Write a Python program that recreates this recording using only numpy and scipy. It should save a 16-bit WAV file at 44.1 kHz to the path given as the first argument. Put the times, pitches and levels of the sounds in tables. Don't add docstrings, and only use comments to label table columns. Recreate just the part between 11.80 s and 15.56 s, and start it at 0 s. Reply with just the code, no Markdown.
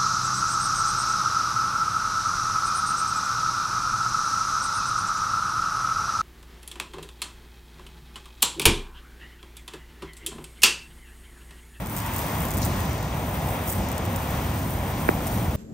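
import sys
import numpy as np
from scipy import signal
from scipy.fft import rfft, irfft, next_fast_len
from scipy.io import wavfile
from scipy.ndimage import uniform_filter1d

SR = 44100
rng = np.random.default_rng(int(sys.argv[2]) if len(sys.argv) > 2 else 0)


def persist_wave(psi):
    counts = np.round(np.clip(psi, -1, 1) * 32767).astype(np.int16)
    wavfile.write(sys.argv[1], SR, np.atleast_2d(counts).T)


N = 165816
T = np.arange(N) / SR

# t/s, rumble/dB, low roar/dB, roar/dB, sizzle/dB
FIRE_LEVELS = [(0.0, -31, -41, -41, -55), (0.08, -32.5, -42.0, -42, -55),
               (0.18, -31.5, -41.5, -37.5, -48.0), (0.3, -31, -41, -35, -48),
               (0.42, -29, -36.5, -36.5, -43.5), (0.6, -27, -37.0, -36, -47.5),
               (0.78, -26.5, -36, -36.5, -46.5), (0.92, -25, -36, -35, -46), (1.05, -28, -36, -37.5, -46.5),
               (1.2, -28.5, -36.5, -38.5, -48.0), (1.4, -28.0, -36, -37.5, -48.5),
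               (1.57, -29, -37, -38, -48.5), (1.72, -29, -32.5, -36.5, -48.0), (1.85, -30, -37, -37.0, -49),
               (2.02, -25.5, -35, -37.5, -45.5), (2.15, -29, -34.5, -37.5, -48.5),
               (2.35, -29.5, -36, -37.5, -49.5), (2.55, -27.5, -34.5, -36.5, -47.5),
               (2.8, -27.5, -36, -38.0, -48.5), (3.0, -27, -37, -37, -50.5),
               (3.18, -27.5, -35.5, -38, -47.5), (3.4, -26, -33.5, -37, -47.5),
               (3.6, -25.0, -36.0, -37, -47.5), (3.76, -27.5, -34.5, -38.5, -49.5)]
# f/Hz, relative level/dB, left over right/dB, likeness/0-1, left lead/rad
RUMBLE_BAND = [(15, -44, 0, 1, 0), (25, -30, 0, 1, 0), (40, -11, -.1, 1, .01), (54, -2, -.1, 1, .01),
               (95, 0, -.2, 1, .03), (125, -3, -.3, .995, .05), (170, -4, -.5, .99, .1),
               (215, -7, -.4, .98, .16), (300, -10, .3, .95, .2), (380, -15.5, .5, .87, .15),
               (520, -35, .4, .9, .2)]
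LOW_ROAR_BAND = [(300, -25, .3, .95, .2), (400, -6, .5, .86, .13), (520, -2, .4, .9, .21),
                 (650, -1, 1.6, .92, .27), (780, -1, 2.3, .9, .38), (870, -4.5, 4, .88, .46),
                 (1000, -25, 3, .85, .3)]
ROAR_BAND = [(740, -25, 2.3, .9, .35), (870, -4.5, 4, .88, .46), (950, -2.5, 3.5, .86, .36),
             (1050, -4, 2.8, .84, .26), (1200, -7, 2.6, .4, .9), (1380, -8, 2.5, .15, 1),
             (1550, -9.5, -1.5, .33, 2.3), (1720, -12, -.5, .7, .5), (1900, -11, .1, .93, .08),
             (2200, -13, .2, .82, .3), (2950, -15.5, .6, .67, 1.47), (3300, -16, 2.8, .6, 1.28),
             (3750, -20, 2, .66, .75), (4500, -38, 4, .35, .3)]
SIZZLE_BAND = [(2800, -20, .5, .67, 1.4), (3950, -2, 1.3, .65, .68), (4350, -1, 4, .33, .5),
               (4750, -1, 4.2, .45, -.45), (5300, -1.5, 1.3, .66, 0), (6000, 0, .1, .7, .53),
               (6500, -.5, .7, .49, .9), (6900, -1, 1.9, .43, 1.25), (7400, -2, 2.8, .55, 2.5),
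               (7700, -3, 3.5, .3, 3.2), (8100, -5, 1.5, .7, 5.9), (9500, -20, 0, .7, 5)]
# t/s, level/dB
HISS_LEVELS = [(0.0, -43), (0.05, -49), (0.12, -38.5), (0.19, -38), (0.24, -42), (0.31, -40.0),
               (0.37, -36.5), (0.45, -39), (0.55, -39.0), (0.64, -38), (0.7, -43), (0.77, -42), (0.81, -41),
               (0.86, -37.5), (0.93, -42), (1.0, -40.5), (1.06, -44), (1.16, -46), (1.27, -47.0),
               (1.36, -44), (1.45, -43), (1.56, -40.5), (1.6, -43), (1.66, -40.5), (1.8, -41.5), (1.9, -36),
               (1.98, -39), (2.05, -45), (2.17, -46), (2.23, -47), (2.32, -44), (2.43, -42), (2.55, -41),
               (2.68, -42.0), (2.8, -41), (2.91, -38), (3.0, -43.5), (3.15, -40), (3.3, -40.5),
               (3.4, -44.0), (3.48, -38.5), (3.55, -40.5), (3.65, -41.0), (3.72, -45.5), (3.76, -39)]
# f/Hz, relative level/dB
HISS_COLOUR = [(4500, -19), (7000, -15.5), (8400, -2), (9300, -1.5), (10300, 3), (11200, -10), (12500, 4),
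               (13400, 0.5), (14300, 2), (15720, 1)]
# f/Hz, likeness/0-1, left lead/rad
HISS_IMAGE = [(7400, .7, 2.5), (8000, .85, -.4), (8400, .92, -.14), (9300, .7, -1.05), (10300, .85, -2.7),
              (10700, .97, -3.05), (11000, .998, -3.13), (11500, .998, -3.15), (11750, .96, -3.25),
              (12500, .68, -4.3), (13400, .77, -5.6), (13850, .95, -6.15), (14100, .99, -6.26),
              (14900, .99, -6.31), (15200, .9, -6.5), (15600, .75, -6.9)]
# t/s, peak/dB
LOUD_SPITS = [(0.0606, -24.0), (0.0701, -21.0), (0.0977, -22.0), (0.1654, -19.0), (0.1702, -19.0),
              (0.1756, -19.0), (0.1828, -18.0), (0.189, -18.0), (0.2023, -20.0), (0.2627, -19.0),
              (0.2712, -25.0), (0.3371, -19.0), (0.345, -20.0), (0.3628, -14.0), (0.3683, -19.0),
              (0.3835, -17.0), (0.3918, -16.0), (0.6062, -19.0), (0.6195, -18.0), (0.6525, -18.0),
              (0.6854, -19.0), (0.7073, -16.0), (0.7152, -17.0), (0.7385, -19.0), (0.7451, -20.0),
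              (0.7716, -16.0), (0.7778, -15.0), (0.7848, -17.0), (0.8193, -18.0), (0.8498, -14.0),
              (0.8561, -16.0), (0.863, -18.0), (1.0049, -19.0), (1.1316, -22.0), (1.2276, -23.0),
              (1.6893, -23.0), (1.8768, -18.0), (1.8837, -18.0), (1.8925, -16.0), (1.8967, -19.0),
              (1.9, -15.0), (1.9042, -16.0), (1.917, -21.0), (1.9269, -16.0), (1.9322, -20.0),
              (2.0875, -20.0), (2.1166, -17.0), (2.1267, -22.0), (2.1802, -16.0), (2.2531, -22.0),
              (2.2618, -24.0), (2.3611, -16.0), (3.4693, -16.0), (3.4742, -17.0), (3.479, -20.0)]
# t/s, level/dB, fall/s, centre/Hz, width/Hz
STEAM_JETS = [(.812, -33, .025, 5500, 4000), (1.108, -41.5, .004, 5800, 1200),
              (1.553, -44, .005, 3400, 1500)]
# snap t/s, snap level/dB, snap f/Hz, snap rise/s, thud t/s, thud level/dB
POP_AT_PORTS = [(3.29, -7, 1300, .00015, 3.2914, -7), (3.2896, -4.5, 1560, .0004, 3.2906, -4.5)]


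def fire(flutter_db=.7, flutter_hz=9):
    out = 0
    for column, colour in enumerate([RUMBLE_BAND, LOW_ROAR_BAND, ROAR_BAND, SIZZLE_BAND], start=1):
        band = noise_at_ports(colour)
        level_db = curve(FIRE_LEVELS, column) + flutter_db * drift(flutter_hz)
        out = out + band / np.std(band.mean(axis=0)) * undb(level_db)
    return out


def nozzle_hiss(spits_per_s=900, spread_db=4.5, cap_db=14, smooth_share=.55, sputter_db=1, sputter_hz=30):
    onsets = rng.random(N) < spits_per_s / SR
    sizes = undb(np.minimum(spread_db * rng.exponential(size=N), cap_db))
    small_spits = unit(decay(onsets * sizes, fall_s=.00057))
    envelope = np.sqrt(smooth_share + (1 - smooth_share) * small_spits ** 2)
    hz = np.unique([row[0] for row in [*HISS_COLOUR, *HISS_IMAGE]])
    (colour_db,) = at_frequencies(HISS_COLOUR, hz)
    likeness, lead = at_frequencies(HISS_IMAGE, hz)
    band = np.column_stack([hz, colour_db, np.zeros_like(hz), likeness, lead])
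    hiss = unit(noise_at_ports(band, envelope))
    return hiss * undb(curve(HISS_LEVELS, 1) + sputter_db * drift(sputter_hz))


def nozzle_spits(ground_s=.00165, ground_db=-7, left_lag_s=.00014):
    clicks = np.zeros(N)
    for start_s, db in LOUD_SPITS:
        clicks[int(start_s * SR)] = undb(db)
    clicks = clicks + undb(ground_db) * np.roll(clicks, int(ground_s * SR))
    trail = undb(-23) * decay(clicks, fall_s=.0015)
    shared, *separate = trail * rng.standard_normal((3, N))
    left, right = clicks + shared + undb(-8) * np.array(separate)
    left = np.roll(left, round(left_lag_s * SR))
    highpass = signal.butter(2, 8500, "high", fs=SR, output="sos")
    lowpass = signal.cheby2(8, 35, 16200, fs=SR, output="sos")
    treble = np.vstack([highpass, lowpass])
    click_peak = np.abs(signal.sosfilt(treble, T == 0)).max()
    return signal.sosfilt(treble, [left, right]) / click_peak


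def steam(rise_share=.35, rough_db=2.5, rough_hz=300):
    out = 0
    for start_s, db, fall_s, centre_hz, width_hz in STEAM_JETS:
        age = np.maximum(T - start_s, 0) / fall_s
        envelope = 2 * (1 - np.exp(-(age / rise_share) ** 2)) * np.exp(-age)
        edges_hz = [centre_hz - width_hz / 2, centre_hz + width_hz / 2]
        bandpass = signal.butter(2, edges_hz, "band", fs=SR, output="sos")
        fizz = unit(signal.sosfilt(bandpass, noise_at_ports(SIZZLE_BAND)))
        out = out + undb(db + rough_db * drift(rough_hz)) * fizz * envelope
    return out


def pop(snap_fall_s=.0006, start_hz=830, end_hz=195, glide_s=.0015, hold_s=.0025, thud_fall_s=.0015):
    out = []
    for snap_s, snap_db, snap_hz, rise_s, thud_s, thud_db in POP_AT_PORTS:
        t = T - snap_s
        snap = np.exp(-np.abs(t) / np.where(t < 0, rise_s, snap_fall_s)) * np.cos(2 * np.pi * snap_hz * t)
        edge = ring(snap_s, db=-23, hz=4900, fall_s=.00025)
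        wood = ring(snap_s, db=-13, hz=2350, fall_s=.0008)
        age = np.maximum(T - thud_s, 0)
        cycles = end_hz * age + (start_hz - end_hz) * glide_s * (1 - np.exp(-age / glide_s))
        thud = np.exp(-np.maximum(age - hold_s, 0) / thud_fall_s) * np.sin(2 * np.pi * cycles)
        out.append(undb(snap_db) * snap + edge + wood + undb(thud_db) * thud)
    return np.array(out)


def ring(start_s, db, hz, fall_s):
    age = np.maximum(T - start_s, 0)
    return undb(db) * np.exp(-age / fall_s) * np.sin(2 * np.pi * hz * age)


def noise_at_ports(band, envelope=1):
    size = next_fast_len(N + SR // 10)
    hz = np.arange(size // 2 + 1) * SR / size + 1
    db, balance_db, likeness, lead = at_frequencies(band, hz)
    side = np.array([[.5], [-.5]])
    direct = rfft(envelope * rng.standard_normal(N), size) * np.exp(1j * side * lead)
    diffuse = rfft(envelope * rng.standard_normal((2, N)), size)
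    spectrum = np.sqrt(likeness) * direct + np.sqrt(1 - likeness) * diffuse
    in_band = (hz > band[0][0]) & (hz < band[-1][0])
    return irfft(spectrum * undb(db + side * balance_db) * in_band, size)[:, :N]


def at_frequencies(table, hz):
    table_hz, *columns = np.array(table, float).T
    return [np.interp(np.log(hz), np.log(table_hz), column) for column in columns]


def curve(table, column):
    table = np.array(table)
    return np.interp(T, table[:, 0], table[:, column])


def drift(rate_hz):
    width = int(SR / rate_hz)
    return unit(uniform_filter1d(uniform_filter1d(rng.standard_normal(N), width), width))


def decay(impulses, fall_s):
    return signal.lfilter([1], [1, -np.exp(-1 / (fall_s * SR))], impulses)


def undb(db):
    return 10 ** (np.asarray(db) / 20)


def unit(x):
    return x / np.sqrt(np.mean(x ** 2))


def scene():
    return fire() + nozzle_hiss() + nozzle_spits() + steam() + pop()


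def record(dry):
    return signal.sosfilt(signal.ellip(10, .2, 70, 16800, fs=SR, output="sos"), dry)


dry = scene()
out = record(dry)
persist_wave(out)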